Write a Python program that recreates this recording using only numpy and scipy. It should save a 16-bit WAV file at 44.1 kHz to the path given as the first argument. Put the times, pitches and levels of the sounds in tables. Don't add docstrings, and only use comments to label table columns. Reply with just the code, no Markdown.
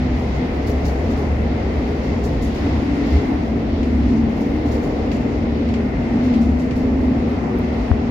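import sys
import numpy as np
from scipy import signal
from scipy.fft import rfft, irfft, next_fast_len
from scipy.io import wavfile
from scipy.ndimage import uniform_filter1d

SR = 44100
rng = np.random.default_rng(int(sys.argv[2]) if len(sys.argv) > 2 else 0)


def store_pcm(level_fs):
    pcm = np.round(np.clip(level_fs, -1, 1) * 32767).astype(np.int16)
    wavfile.write(sys.argv[1], SR, np.atleast_2d(pcm).T)


def boost_factor(decibels):
    exponent = np.asarray(decibels, float) / 20
    return 10 ** exponent


N = 357210
SIZE = next_fast_len(N)
HZ = np.maximum(np.arange(SIZE // 2 + 1) * SR / SIZE, 1)
T = np.arange(N) / SR

# frequency in Hz, left minus right in dB.
PORT_BALANCE = [(50, .5), (150, 0), (300, 1.5), (480, 4), (650, 5), (1000, -4), (1400, -1.5), (2100, 4.5),
                (3200, -0.5), (4600, -7.5), (5800, 3.5), (7600, 17), (8700, -5.5), (9100, -16.5),
                (10200, -20.5), (10800, -18.5), (15000, -18.5)]
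# frequency in Hz, likeness from 0 to 1, left lead in radians.
PORT_LIKENESS = [(50, .995, .16), (75, .995, .12), (200, .98, .01), (310, .92, 0), (480, .85, -.35),
                 (650, .3, -.5), (900, 0, -.5)]

# time in seconds, level in dB before its random drift.
BOOM_LEVEL = [(0.0, -25), (.35, -23.5), (1.0, -22.5), (2.21, -22.5), (2.26, -24.5), (2.36, -17),
              (2.56, -30.5), (2.78, -20.5), (3.06, -29.5), (3.17, -12), (3.23, -28), (4.04, -21.5),
              (4.18, -29.5), (4.24, -17.5), (4.32, -30.5), (4.77, -21), (4.83, -31), (5.3, -25),
              (6.34, -30.5), (6.52, -17.5), (6.67, -39), (6.78, -22.5), (7.3, -25.5), (7.54, -31.5),
              (7.81, -20.5), (7.85, -30.5)]
# frequency in Hz, width in Hz.
BOOM_RESONANCE = (70.7, 16)
# time in seconds, then low floor hum, high floor hum and wall drone in dB before drift.
HUM_LEVELS = [(0, -36, -29.5, -34.5), (1.83, -31, -38.5, -34.5), (2.5, -29.5, -35.5, -28),
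              (2.9, -32.5, -29, -23.5), (3.3, -32.5, -29, -23), (3.5, -22, -31.5, -27),
              (3.88, -24.5, -25.5, -27), (4.2, -19, -23, -28.5), (4.37, -24, -36, -29),
              (4.45, -31, -30.5, -23.5), (5.05, -29, -35.5, -26.5), (5.2, -20.5, -28, -29),
              (5.33, -28.5, -23.5, -30), (5.8, -20, -25.5, -34), (6.0, -32, -26.5, -33.5),
              (6.15, -24.5, -21, -29), (6.38, -18, -22, -27), (6.6, -27.5, -23.5, -30.5),
              (7.08, -24.5, -18.5, -26), (7.2, -25.5, -25.5, -29.5), (7.87, -25, -29, -36),
              (8.1, -23.5, -29.5, -34.5)]
# frequency in Hz, width in Hz, evenness of swing from 0 to 1.
HUM_RESONANCES = [(229, 12, .7), (249, 7, .8), (283, 60, .15)]
HUM_WAVER = .005
# start in seconds, end in seconds, top level in dB,
# frequency in Hz, width in Hz.
PANEL_HUMS = [(2.944, 3.297, -30.5, 416, 25), (7.4, 7.802, -31.5, 368, 14)]

# frequency in Hz, relative density in dB per Hz.
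ROAR_SPECTRUM = [(26, -25.5), (40, -4), (65, -2.5), (110, -3), (185, -5), (250, -2), (340, -8.5),
                 (480, -12.5), (750, -15.5), (1050, -24), (1500, -32), (2500, -35.5), (3200, -46),
                 (4000, -59.5)]
# frequency in Hz, width in Hz, dB above the noise around them.
PANEL_RESONANCES = [(408.9, 8.3, 7.5), (475, 17, 5), (719, 12, 3)]
ROAR_FLOOR_DB = -23
# time in seconds, through the walls in dB, through the window in dB.
ROAR_LEVELS = [(0, -33, -36.5), (.8, -28.5, -34.5), (1.5, -28, -35), (2.45, -29, -37), (2.65, -30, -33),
               (3.2, -31, -35.5), (3.5, -30, -37), (4.24, -31.5, -36.5), (4.74, -28, -35.5),
               (5.57, -29.5, -36), (6.2, -30.5, -35.5), (6.6, -29.5, -36.5), (7.5, -30, -34.5),
               (8.1, -30.5, -34.5)]

# frequency in Hz, relative density in dB per Hz.
WHEEL_SPECTRUM = [(1300, -3.5), (1680, -7), (1800, 1), (2130, 2.5), (2300, -5), (2750, -9.5), (3300, -26.5)]
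# frequency in Hz, width in Hz, dB above the noise around them.
WHEEL_RESONANCES = [(2070, 35, 4.5), (2690, 80, 3.7)]
# time in seconds, level in dB.
WHEEL_LEVEL = [(0, -43.5), (1.4, -43.5), (2.45, -44.5), (2.7, -43.5), (3.2, -40.5), (3.5, -46), (4.2, -45),
               (5.5, -45.5), (5.75, -46), (6.2, -43), (6.5, -46), (7.3, -45.5), (7.7, -43.5), (8.1, -47)]
# time in seconds, left minus right in dB.
WHEEL_BALANCE = [(0.0, 1.5), (1.2, 5), (2.9, 2.5), (5.2, 4), (8.1, 0.5)]

# frequency in Hz, relative density in dB per Hz.
RUSH_SPECTRUM = [(1000, -1.5), (2600, -0.5), (3300, -1.5), (5000, -5), (6900, -14.5), (8600, -31)]
# start in seconds, end in seconds, lift in dB.
TRACKSIDE_GROWTH = [(2.55, 3.264, 1.5), (6.1, 6.4, 1), (7.58, 7.94, 1)]
# frequency in Hz, relative density in dB per Hz.
DRAUGHT_SPECTRUM = [(6000, -0.5), (8600, -2.5), (11800, 1.5), (13000, -3.5), (13500, -7), (15600, -9)]
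RUSH_DB, RUSH_FOLLOW, RUSH_FADE_DB_PER_S = -45.5, 0.43, 0.32
DRAUGHT_DB, DRAUGHT_FOLLOW, DRAUGHT_FADE_DB_PER_S = -68.5, .5, 0.3

# time in seconds, drive of the bright part in dB,
# dull part above the bright in dB.
JOLTS = [(0.3476, -66.5, 9), (0.5307, -69.5, 4), (0.667, -56, 7.5), (0.85, -56.5, 9), (1.0994, -68.5, 12),
         (1.172, -67.5, -2), (1.874, -69, 5), (2.036, -68.5, 10), (2.236, -56.5, 9), (2.419, -58, 8.5),
         (2.545, -68.5, 9), (3.064, -66, 7.5), (3.125, -67, 7), (3.26, -73.5, 5), (4.292, -68.5, 4),
         (4.37, -67, 4), (4.4074, -69, 9.5), (4.458, -72.5, 4.5), (4.542, -72.5, 4), (4.66, -66.5, 11.5),
         (4.714, -62, 9), (4.827, -65, 8.5), (5.116, -63, 10), (6.231, -64.5, 8.5), (6.33, -68.5, 8),
         (6.411, -64.5, 9), (6.5934, -65.5, 13), (6.76, -64.5, 7.5), (7.283, -69, 5)]
# frequency in Hz, relative density in dB per Hz.
BRIGHT_SPECTRUM = [(7000, -12.5), (9000, -3.5), (11700, -0.5), (13600, -4.5), (15100, -4), (16000, -1.5)]
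# frequency in Hz, relative density in dB per Hz.
DULL_SPECTRUM = [(1500, -18), (3000, -2), (4700, 8), (6000, 5), (7100, 3.5), (8600, -18.5)]
JOLT_S = 0.04
LINGER, LINGER_S = 0.14, 0.34
JOLT_COLOUR_DB = 1.8
# start in seconds,
# envelope peak at the louder port in dB, frequency in Hz.
METAL_PINGS = [(0.699, -52, 11350), (0.714, -44, 5950), (0.863, -54, 12200), (4.663, -58, 11000),
               (5.117, -48, 6600)]
PING_S = .0035

# start in seconds, strength in dB before the strike envelope.
STRIKES = [(3.83, -31.5), (5.116, -29.5), (5.688, -33), (5.739, -28), (6.339, -29), (6.709, -30.5)]
# frequency in Hz, relative density in dB per Hz.
STRIKE_SPECTRUM = [(1100, -9.5), (2100, 6.5), (2800, 2.5), (3600, -4.5), (4700, -4), (6000, -11),
                   (7500, -14), (8300, -25), (12000, -37.5)]

# centre in seconds, peak at the right port in dB, frequency in Hz.
NAIL_TICKS = [(7.5707, -39, 11500), (7.5895, -24, 14200), (7.6117, -46, 12500)]
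# start in seconds, left strength in dB before its envelope,
# starting pitch in Hz, time to fall by 60 dB in seconds.
CASE_KNOCK = [(7.9105, 7.5, 98, .085)]
# peak time in seconds, right peak in dB before rounding,
# time constant of the rise in seconds.
KNOCK_SNAP = [(7.9157, -3, .0006)]
# frequency in Hz, spread in seconds, left peak in dB.
CASE_RING = (1300, .0006, -26)


def on_hz(table, column=1):
    rows = np.array(table, float)
    return np.interp(np.log(HZ), np.log(rows[:, 0]), rows[:, column])


def colour(table, peaks=()):
    below, above = (table[0][0] * .7, -90), (table[-1][0] * 1.1, -90)
    gain = boost_factor(on_hz([below, *table, above]))
    for hz, width, db in peaks:
        gain = gain * boost_factor(db / (1 + (2 * (HZ - hz) / width) ** 2))
    return gain


def curves(table):
    s, *columns = np.transpose(table)
    return [np.interp(T, s, column) for column in columns]


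def unit(x):
    return x / np.sqrt(np.mean(x ** 2))


def walk(rate):
    k = int(SR / rate)
    steps = np.repeat(rng.standard_normal(N // k + 1), k)
    smooth = uniform_filter1d(uniform_filter1d(steps, k), k)
    return unit(smooth[:N])


def ports(a, b, gain):
    like = on_hz(PORT_LIKENESS)
    ratio = boost_factor(on_hz(PORT_BALANCE)) ** 2
    mid = rfft(a, SIZE) * np.sqrt((1 + like) / 2)
    side = rfft(b, SIZE) * np.sqrt((1 - like) / 2)
    lead = np.exp(1j * on_hz(PORT_LIKENESS, column=2))
    left = (mid + side) * np.sqrt(ratio / (1 + ratio)) * lead
    right = (mid - side) / np.sqrt(1 + ratio)
    pair = irfft(np.array([left, right]) * gain, SIZE)[:, :N]
    return pair / np.sqrt(np.mean(pair.mean(axis=0) ** 2))


def noise(gain, flicker_db, rate):
    out = 0
    for hz in 30 * 2. ** np.arange(10):
        band = np.cos(np.clip(np.log2(HZ / hz), -1, 1) * np.pi / 2) * gain
        if np.max(band) > np.max(gain) / 300:
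            power = np.sqrt(np.sum(band ** 2))
            flicker = boost_factor(flicker_db * walk(rate))
            out = out + power * flicker * ports(*rng.standard_normal((2, N)), band)
    return out / np.sqrt(np.mean(out.mean(axis=0) ** 2))


def mode(hz, width, steady):
    response = 1 / (1 + (2 * (HZ - hz) / width) ** 2)
    ring = irfft(rfft(rng.standard_normal(SIZE)) * response, SIZE)
    swing = np.abs(signal.hilbert(unit(ring)))
    return unit(ring / (swing + 0.069) ** np.clip(steady, 0, 1))[:N]


def growth_db():
    edge_s = 0.031
    return sum(db / 2 * (np.tanh((T - start) / edge_s) - np.tanh((T - end) / edge_s))
               for start, end, db in TRACKSIDE_GROWTH)


def draught():
    wheel_db, = curves(WHEEL_LEVEL)
    swell_db = wheel_db - wheel_db.mean()
    air_db = DRAUGHT_DB + DRAUGHT_FOLLOW * swell_db - DRAUGHT_FADE_DB_PER_S * T + .6 * growth_db()
    return boost_factor(air_db) * noise(colour(DRAUGHT_SPECTRUM), flicker_db=2.1, rate=18)


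def rush():
    wheel_db, = curves(WHEEL_LEVEL)
    swell_db = wheel_db - wheel_db.mean()
    rush_db = RUSH_DB + RUSH_FOLLOW * swell_db - RUSH_FADE_DB_PER_S * T + growth_db()
    return boost_factor(rush_db) * noise(colour(RUSH_SPECTRUM), flicker_db=1.3, rate=10)


def body():
    boom_db = curves(BOOM_LEVEL)[0] + 1.5 * walk(12)
    pair = [boost_factor(boom_db) * mode(*BOOM_RESONANCE, steady=0.7) for _ in range(2)]
    for db, (hz, width, even) in zip(curves(HUM_LEVELS), HUM_RESONANCES):
        db = db + 0.78 * walk(2.98)
        place = np.arange(N) + np.cumsum(HUM_WAVER * walk(4))
        pair = [x + boost_factor(db) * np.interp(place, np.arange(N), mode(hz, width, steady=even), period=N)
                for x in pair]
    for start, end, db, hz, width in PANEL_HUMS:
        swell = np.sin(np.pi * np.clip((T - start) / (end - start), 0, 1)) ** .5
        pair = [x + boost_factor(db) * swell * mode(hz, width, steady=0.57) for x in pair]
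    return ports(*pair, 1) * np.sqrt(np.mean(pair[0] ** 2))


def roar():
    wall_db, pane_db = curves(ROAR_LEVELS)
    wall, pane = (np.clip(2 * np.log2(HZ / hz), 0, 1) * np.pi / 2 for hz in (300, 540))
    deep = colour(ROAR_SPECTRUM) * np.cos(wall)
    panelled = colour(ROAR_SPECTRUM, PANEL_RESONANCES)
    out = boost_factor(ROAR_FLOOR_DB) * noise(deep, flicker_db=1.0, rate=7)
    out = out + boost_factor(wall_db) * noise(panelled * np.sin(wall) * np.cos(pane), flicker_db=0.7, rate=8)
    return out + boost_factor(pane_db) * noise(panelled * np.sin(pane), flicker_db=0.88, rate=8)


def wheels():
    wheel_db, = curves(WHEEL_LEVEL)
    lean_db, = curves(WHEEL_BALANCE)
    ring = boost_factor(wheel_db) * noise(colour(WHEEL_SPECTRUM, WHEEL_RESONANCES), flicker_db=0.8, rate=8)
    return ring * boost_factor(np.outer([.5, -.5], lean_db - lean_db.mean()))


def jolt_shake(s):
    t = np.maximum(T - s + 0.0047, 0)
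    after = np.maximum(t - JOLT_S, 0)
    stop = np.exp(-after / 0.042) + 0.2 * np.exp(-after / 0.11)
    shake = (1 - np.exp(-t / 0.0082)) * np.exp(-t / 0.052) * stop
    return shake + LINGER * (1 - np.exp(-t / JOLT_S)) * np.exp(-t / LINGER_S)


def rattles():
    shapes = [jolt_shake(s) for s, _, _ in JOLTS]
    bright = np.array([boost_factor(db) * shape for (_, db, _), shape in zip(JOLTS, shapes)])
    dull = np.array([boost_factor(db + dull_db) * shape for (_, db, dull_db), shape in zip(JOLTS, shapes)])
    jumps_db = 1.5 * rng.exponential(size=(2, N // 30 + 1)).repeat(30, axis=1)[:, :N]
    hits = rng.standard_normal((2, N)) * boost_factor(jumps_db)
    out = 0
    for shakes, gain in (bright, colour(BRIGHT_SPECTRUM)), (dull, colour(DULL_SPECTRUM)):
        for hz in 2000 * 2 ** np.arange(0, 3.2, 1 / 3):
            band = np.cos(np.clip(3 * np.log2(HZ / hz), -1, 1) * np.pi / 2) * gain
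            share = np.sqrt(np.sum(band ** 2) / np.sum(gain ** 2))
            if share > .05:
                shake = boost_factor(JOLT_COLOUR_DB * rng.standard_normal(len(JOLTS))) @ shakes
                out = out + share * shake * boost_factor(2.2 * walk(70)) * ports(*hits, band)
    return out


def pings():
    out = 0
    for s, db, hz in METAL_PINGS:
        t = np.maximum(T - s, 0)
        ring = boost_factor(db) * t / PING_S * np.exp(1 - t / PING_S) * np.sin(2 * np.pi * hz * t)
        lean_db = on_hz(PORT_BALANCE)[int(hz * SIZE / SR)]
        out = out + np.outer([boost_factor(min(lean_db, 0)), boost_factor(min(-lean_db, 0))], ring)
    return out


def clacks():
    fade = np.zeros(N)
    for s, db in STRIKES:
        t = np.abs(T - s)
        fade += boost_factor(db) * (T > s) * (0.35 * np.exp(-t / 0.0078) + 0.12 * np.exp(-t / 0.06))
    strikes = fade * rng.standard_normal((2, N))
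    return ports(*strikes, colour(STRIKE_SPECTRUM)) * np.sqrt(np.mean(fade ** 2))


def nail_ticks():
    return sum(boost_factor(db) * np.exp(-((T - s) / .00008) ** 2) * np.cos(2 * np.pi * hz * (T - s))
               for s, db, hz in NAIL_TICKS)


def case_knock():
    (s, db, hz, t60), = CASE_KNOCK
    t = np.maximum(T - s, 0)
    turns = hz * .07 * (1 - np.exp(-t / .07))
    envelope = (1 - np.exp(-t / .006)) * np.exp(-np.log(1000) * t / t60)
    return -boost_factor(db) * envelope * np.sin(2 * np.pi * turns)


def knock_snap():
    (s, db, rise), = KNOCK_SNAP
    snap = boost_factor(db) * np.exp(-np.abs(T - s) / np.where(T < s, rise, rise / 5))
    return uniform_filter1d(uniform_filter1d(snap, size=6), size=6)


def case_ring():
    s = KNOCK_SNAP[0][0]
    hz, spread, db = CASE_RING
    return boost_factor(db) * np.exp(-((T - s) / spread) ** 2) * np.cos(2 * np.pi * hz * (T - s))


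def handling():
    ticks, knock, snap, ring = nail_ticks(), case_knock(), knock_snap(), case_ring()
    left = knock + boost_factor(-9) * snap + ring + boost_factor(-36) * ticks
    right = boost_factor(-10) * knock + snap + ring / 2 + ticks
    return np.array([left, right])


def scene():
    bed = draught() + rush() + body() + roar() + wheels()
    return bed + rattles() + pings() + clacks() + handling()


def top_cut(x):
    return signal.sosfilt(signal.butter(12, 16620, fs=SR, output="sos"), x)


def record(dry):
    low_pass = signal.ellip(6, .1, 30, 15760, fs=SR, output="sos")
    cut = signal.sosfiltfilt(low_pass, dry)
    return top_cut(np.clip(cut, -1, 1))


dry = scene()
out = record(dry)
store_pcm(out)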